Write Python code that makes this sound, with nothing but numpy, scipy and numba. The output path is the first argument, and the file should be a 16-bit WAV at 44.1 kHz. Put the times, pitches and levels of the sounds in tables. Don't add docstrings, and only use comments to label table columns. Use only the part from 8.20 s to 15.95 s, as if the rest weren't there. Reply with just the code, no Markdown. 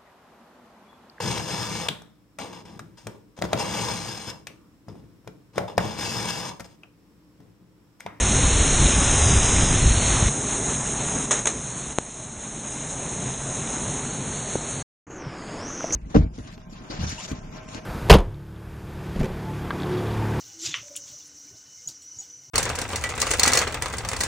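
import sys
import numpy as np
from scipy import signal
from scipy.fft import rfft, irfft, next_fast_len
from scipy.io import wavfile
from scipy.ndimage import uniform_filter1d, minimum_filter1d
from numba import njit

SR = 44100
rng = np.random.default_rng(int(sys.argv[2]) if len(sys.argv) > 2 else 0)


def unload_audio(sound):
    columns = np.transpose(np.atleast_2d(sound))
    steps = np.round(np.clip(columns, -1, 1) * 32767)
    wavfile.write(sys.argv[1], SR, steps.astype(np.int16))


N = 341762
T = np.arange(N) / SR
CAVE_END_S, POOL_END_S, SHALLOWS_START_S = 2.089, 6.626, 6.868


# pitch_hz, level_db
CAVE_RUSH_SPECTRUM = [(100, -6), (250, 5.5), (500, 3.5), (850, 2.5), (1400, 0), (2500, -1.5), (4000, -2),
                      (5300, 1), (6500, -4.5), (9500, -4)]
# pitch_hz, level_db
CAVE_BOOM_SPECTRUM = [(6, -30.5), (22, 0), (38, -2.5), (60, 2), (90, -1.5), (130, -5.5), (170, -11),
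                      (260, -13), (400, -22), (900, -46)]
# time_s, level_db
CAVE_HISS_LEVEL = [(0, -21.5), (.8, -20), (1.4, -20.5), (1.66, -23.5), (1.93, -21.5), (2.089, -22.5)]
# peak_s, rise_db
BOOM_SURGES = [(.16, 3), (.38, 3), (.63, 5.5), (1.12, 4.5), (1.4, 6), (1.54, 6.5), (1.66, 6.5)]
BOOM_DB, SURGE_S = -21, 0.048


def cave():
    hiss = rush(CAVE_RUSH_SPECTRUM, spray_db=-7, bubble_db=-19.0, flicker_db=0.9, surge_db=0.08)
    hiss = housed(hiss)
    hiss_db, = curves(CAVE_HISS_LEVEL)
    boom = housed(colour(churn(flicker_db=1, surge_db=1, rate=30), CAVE_BOOM_SPECTRUM))
    boom_db = BOOM_DB + sum(rise_db * swell(peak_s, SURGE_S) for peak_s, rise_db in BOOM_SURGES)
    return undb(hiss_db) * hiss + undb(boom_db) * boom


# pitch_hz, level_db
POOL_RUSH_SPECTRUM = [(100, 1.5), (330, 0.5), (490, 5), (600, 8), (860, 7), (1150, 3.5), (2000, 0),
                      (3200, -3), (6500, 1), (9500, 0.5)]
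# pitch_hz, level_db
POOL_PLUNGE_SPECTRUM = [(8, -32), (25, -12), (60, -3.5), (95, -6.5), (135, 3.5), (185, -3.5), (250, -1.5),
                        (340, -10.5), (420, -6.5), (490, -15), (1000, -33)]
FALL_DB, PLUNGE_DB = -26, -30
FALL_SINK_DB_PER_S, TREBLE_SINK_DB_PER_S, PLUNGE_SINK_DB_PER_S = 0.86, 0.73, 0.94
WELLING_AT_S, WELLING_S, WELLING_DB = 3.354, 0.14, 5


def pool():
    age_s = np.maximum(T - CAVE_END_S, 0)
    hiss = housed(rush(POOL_RUSH_SPECTRUM, spray_db=-6.5, bubble_db=-18.5, flicker_db=1.5, surge_db=1.5))
    treble = signal.sosfiltfilt(signal.butter(2, 4600, "high", fs=SR, output="sos"), hiss)
    hiss = hiss - treble + treble * undb(-TREBLE_SINK_DB_PER_S * age_s)
    hiss_db = FALL_DB - FALL_SINK_DB_PER_S * age_s
    plunge = housed(colour(churn(flicker_db=2.0, surge_db=0.5, rate=16), POOL_PLUNGE_SPECTRUM))
    plunge_db = PLUNGE_DB - PLUNGE_SINK_DB_PER_S * age_s
    plunge_db = plunge_db + WELLING_DB * swell(WELLING_AT_S, WELLING_S)
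    return undb(hiss_db) * hiss + undb(plunge_db) * plunge


# start_s, level_db, decay_s
SPLASH_SLAPS = [(3.109, -7.5, 0.017), (3.117, -21.5, 0.39), (3.2559, -5, 0.0039), (3.268, -9, 0.022),
                (3.273, 1.5, 0.0011)]
# pitch_hz, gain_db
SPLASH_COLOUR = [(100, -5.5), (250, -0.5), (450, 7.5), (800, 2), (1700, 1.5), (3000, -5), (6500, -1.5),
                 (9500, -7)]


def splash():
    thrown = np.zeros(N)
    for start_s, level_db, decay_s in SPLASH_SLAPS:
        fading = np.exp(-np.maximum(T - start_s, 0) / decay_s)
        thrown += undb(level_db) * (T >= start_s) * fading
    drops = unit(rng.standard_normal(N) + undb(-5.0) * spray(rate=4000, spread_db=1.0))
    return colour(colour(thrown * drops, SPLASH_COLOUR), HOUSING_RESPONSE)


# pitch_hz, level_db
SHALLOWS_SPECTRUM = [(20, -9), (70, -4), (120, -2), (190, -2), (290, 0), (450, -5.5), (900, -10),
                     (1500, -12), (2300, -17.5), (3300, -21), (4200, -28), (6000, -42), (10000, -67)]
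# pitch_hz, level_db
OPEN_HISS_SPECTRUM = [(5000, -30), (5900, -18), (6500, 5), (7300, -3), (9000, -11), (10300, -14),
                      (11500, -43)]
# time_s, pitch_hz
FILM_RESONANCE = [(6.96, 6580), (7.04, 5460), (7.25, 4700), (7.4, 5070), (7.49, 6230), (7.72, 5900),
                  (7.727, 6400)]
BARE_PORT_HZ, DRAIN_S = 6600, 0.52
WATER_DB, WATER_SOAKED_DB = -33, -7
FILM_DB, FILM_SOAKED_DB, FILM_DB_PER_OCTAVE = -28, -23.5, -29.5
OPEN_DB, OPEN_SOAKED_DB, OPEN_DB_PER_OCTAVE = -52.5, -28.5, 33.5
UNCOVERED_S, COVERED_WATER_DB, COVERED_TREBLE_DB = 6.901, -7, -8
NEXT_SCENE_S, NEXT_FILM_DB, NEXT_OPEN_DB = 7.724, 13, 10
FILM_HOLLOW_WAVER_HZ, FILM_HOLLOW_WAVERS_PER_S = 190, 45


def shallows():
    film_hz, = curves(FILM_RESONANCE)
    age_s = np.maximum(T - SHALLOWS_START_S, 0)
    soaked = np.exp(-age_s / DRAIN_S)
    octaves = np.log2(BARE_PORT_HZ / film_hz)
    next_scene, covered = T >= NEXT_SCENE_S, T < UNCOVERED_S

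    water_db = WATER_DB + WATER_SOAKED_DB * soaked + COVERED_WATER_DB * covered
    film_db = FILM_DB + FILM_SOAKED_DB * soaked + FILM_DB_PER_OCTAVE * octaves + NEXT_FILM_DB * next_scene
    open_db = OPEN_DB + OPEN_SOAKED_DB * soaked + OPEN_DB_PER_OCTAVE * octaves + NEXT_OPEN_DB * next_scene

    water = unit(rush(SHALLOWS_SPECTRUM, spray_db=-8.0, bubble_db=-15.0, flicker_db=1.4, surge_db=1.5))
    film = rng.standard_normal(N)
    for _ in range(2):
        film = resonate(film, film_hz, width=920.0)
    hiss = unit(colour(rng.standard_normal(N), OPEN_HISS_SPECTRUM))

    upper = resonate(water, np.full(N, 3600.), width=3200.0)
    water = water - upper * np.exp(-age_s / 0.21)
    treble = undb(film_db) * unit(film) + undb(open_db) * hiss
    heard = undb(water_db) * water + undb(COVERED_TREBLE_DB * covered) * treble

    hollow_hz = 1.23 * film_hz + FILM_HOLLOW_WAVER_HZ * walk(FILM_HOLLOW_WAVERS_PER_S)
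    return hollow(heard, hollow_hz, width=160.0, spread_hz=80)


# start_s, pitch_hz, level_db, decay_s, tick_db
HOUSING_KNOCKS = [(2.026, 85, 4.5, 0.0033, -45), (3.7857, 573, 16.5, 0.00028, -6),
                  (6.3553, 440, -3, 0.0011, -17), (6.3565, 280, -15, 0.0056, -21.5),
                  (7.066, 131, -17.5, 0.011, -49), (7.607, 1410, -19, 0.0013, -25),
                  (7.634, 2200, -26, 0.0017, -20), (7.6425, 644, -13, 0.0038, -40),
                  (7.707, 320, -19, 0.0018, -9), (7.7072, 2220, -23, 0.0012, -19)]


def knocks(size=4096):
    out, age_s = np.zeros(N + size), np.arange(size) / SR
    for start_s, pitch_hz, level_db, decay_s, tick_db in HOUSING_KNOCKS:
        ring = np.sin(2 * np.pi * pitch_hz * age_s) * np.exp(-age_s / decay_s)
        tick = undb(tick_db) * np.exp(-age_s / .00008)
        start = int(start_s * SR)
        out[start:start + size] += undb(level_db) * (ring + tick)
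    leak = signal.butter(1, 90, "high", fs=SR, output="sos")
    return colour(signal.sosfilt(leak, out[:N]), HOUSING_RESPONSE)


def rush(spectrum, spray_db, bubble_db, flicker_db, surge_db):
    mix = churn(flicker_db, surge_db, rate=24)
    mix = mix + undb(spray_db) * spray(rate=2500, spread_db=2.5)
    mix = mix + undb(bubble_db) * bubbles(low_hz=252.6, high_hz=3580, cycles=13, spread_db=4.5)
    return colour(mix, spectrum)


def churn(flicker_db, surge_db, rate, count=9):
    size = next_fast_len(N)
    noise = rfft(rng.standard_normal(size))
    hz = np.maximum(np.arange(len(noise)) * SR / size, 1)
    octave = np.clip(np.log2(hz / 40), 0, count - 1)
    out = np.zeros(N)
    for k in range(count):
        overlap = np.maximum(1 - abs(octave - k), 0)
        band = irfft(noise * overlap, size)[:N]
        out += band * undb(flicker_db * walk(rate))
    return unit(out * undb(surge_db * walk(rate / 2)))


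def spray(rate, spread_db):
    hits = rng.random(N) < rate / SR
    signs = rng.choice([-1, 1], N)
    sizes = undb(spread_db * np.minimum(rng.exponential(size=N), 5))
    return unit(hits * signs * sizes)


def bubbles(low_hz, high_hz, cycles, spread_db, count=5000):
    out = np.zeros(N)
    for when, width, chance in rng.random((count, 3)):
        hz = low_hz * (high_hz / low_hz) ** width
        start = int(when * N)
        length = min(int(cycles * SR / hz), N - start)
        age = np.arange(length) * hz / (cycles * SR)
        strength = hz * undb(-spread_db * np.log(max(chance, .01)))
        ring = np.sin(2 * np.pi * cycles * age * (1 + age / 10))
        out[start:start + length] += strength * np.exp(-5 * age) * ring
    return unit(out)


# pitch_hz, gain_db
HOUSING_RESPONSE = [(3300, -1), (4050, 3), (4600, -1), (5100, -5), (5550, -3), (6020, 0.5), (6450, 15),
                    (6950, 7.5), (7800, 2.5), (8600, 3.5), (9250, 7), (9970, -10.5), (10380, -61.5)]


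def housed(x):
    return unit(colour(x, HOUSING_RESPONSE))


def hollow(x, hz, width, spread_hz):
    for side in (-2, -1, 0, 1, 2):
        x = x - resonate(x, hz + side * spread_hz, width)
    return x


@njit
def resonate(x, hz, width):
    out, band, low = np.empty(len(x)), 0., 0.
    for i in range(len(x)):
        g = np.tan(np.pi * hz[i] / SR)
        damping = width / hz[i]
        v = (band + g * (x[i] - low)) / (1 + g * (g + damping))
        band = 2 * v - band
        low = low + 2 * g * v
        out[i] = damping * v
    return out


def colour(x, points, size=8192):
    hz, db = np.transpose(points)
    f = np.maximum(np.arange(size // 2 + 1) * SR / size, 1)
    gain = undb(np.interp(np.log(f), np.log(hz), db))
    cepstrum = irfft(np.log(gain))
    cepstrum[1:size // 2] *= 2
    cepstrum[size // 2 + 1:] = 0
    impulse = irfft(np.exp(rfft(cepstrum)))
    return signal.fftconvolve(x, impulse)[:N]


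def walk(rate):
    knots = rng.standard_normal(2048)
    return np.interp(T * rate, np.arange(len(knots)), knots)


def swell(at_s, length_s):
    return np.exp(-((T - at_s) / length_s) ** 2)


def curves(table):
    time_s, *columns = np.transpose(table)
    return [np.interp(T, time_s, column) for column in columns]


def during(start_s, end_s):
    return uniform_filter1d(((T >= start_s) & (T < end_s)) * 1., size=128)


def undb(db):
    return 10 ** (np.asarray(db) / 20)


def unit(x):
    return x / np.sqrt(np.mean(x ** 2))


# time_s, pitch_hz
TREBLE_HOLLOW = [(0, 4540), (.35, 4750), (1.05, 4460), (1.5, 4440), (1.7, 4880), (2.2, 4690), (5.5, 4630),
                 (6.6, 4980)]
HOLLOW_WAVER_HZ, HOLLOW_WAVERS_PER_S = 90, 10


def scene():
    falls = cave() * during(0, CAVE_END_S)
    falls = falls + (pool() + splash()) * during(CAVE_END_S, POOL_END_S)
    hollow_hz = curves(TREBLE_HOLLOW)[0] + HOLLOW_WAVER_HZ * walk(HOLLOW_WAVERS_PER_S)
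    mono = hollow(falls + knocks(), hollow_hz, width=400.0, spread_hz=95)
    mono = mono + shallows() * during(SHALLOWS_START_S, N / SR)
    return np.array([mono, mono])


def gain_control(x, ceiling_db, release_db_per_s, size=2300):
    sensed = signal.sosfilt(signal.butter(2, 250, "high", fs=SR, output="sos"), x)
    power = uniform_filter1d(sensed ** 2, size=176)
    loud_db = 10 * np.log10(np.maximum(power, 1e-12))
    needed_db = np.minimum(ceiling_db - loud_db, 0)
    ahead_db = minimum_filter1d(needed_db, size, origin=-(size // 2))
    release_db = release_db_per_s * T
    return undb(np.minimum.accumulate(ahead_db - release_db) + release_db)


TOP_HZ = 12000


def record(dry):
    held = dry * gain_control(dry[0], ceiling_db=-14.5, release_db_per_s=8.0)
    return signal.sosfilt(signal.ellip(8, .2, 70, TOP_HZ, fs=SR, output="sos"), held)


dry = scene()
out = record(dry)
unload_audio(out)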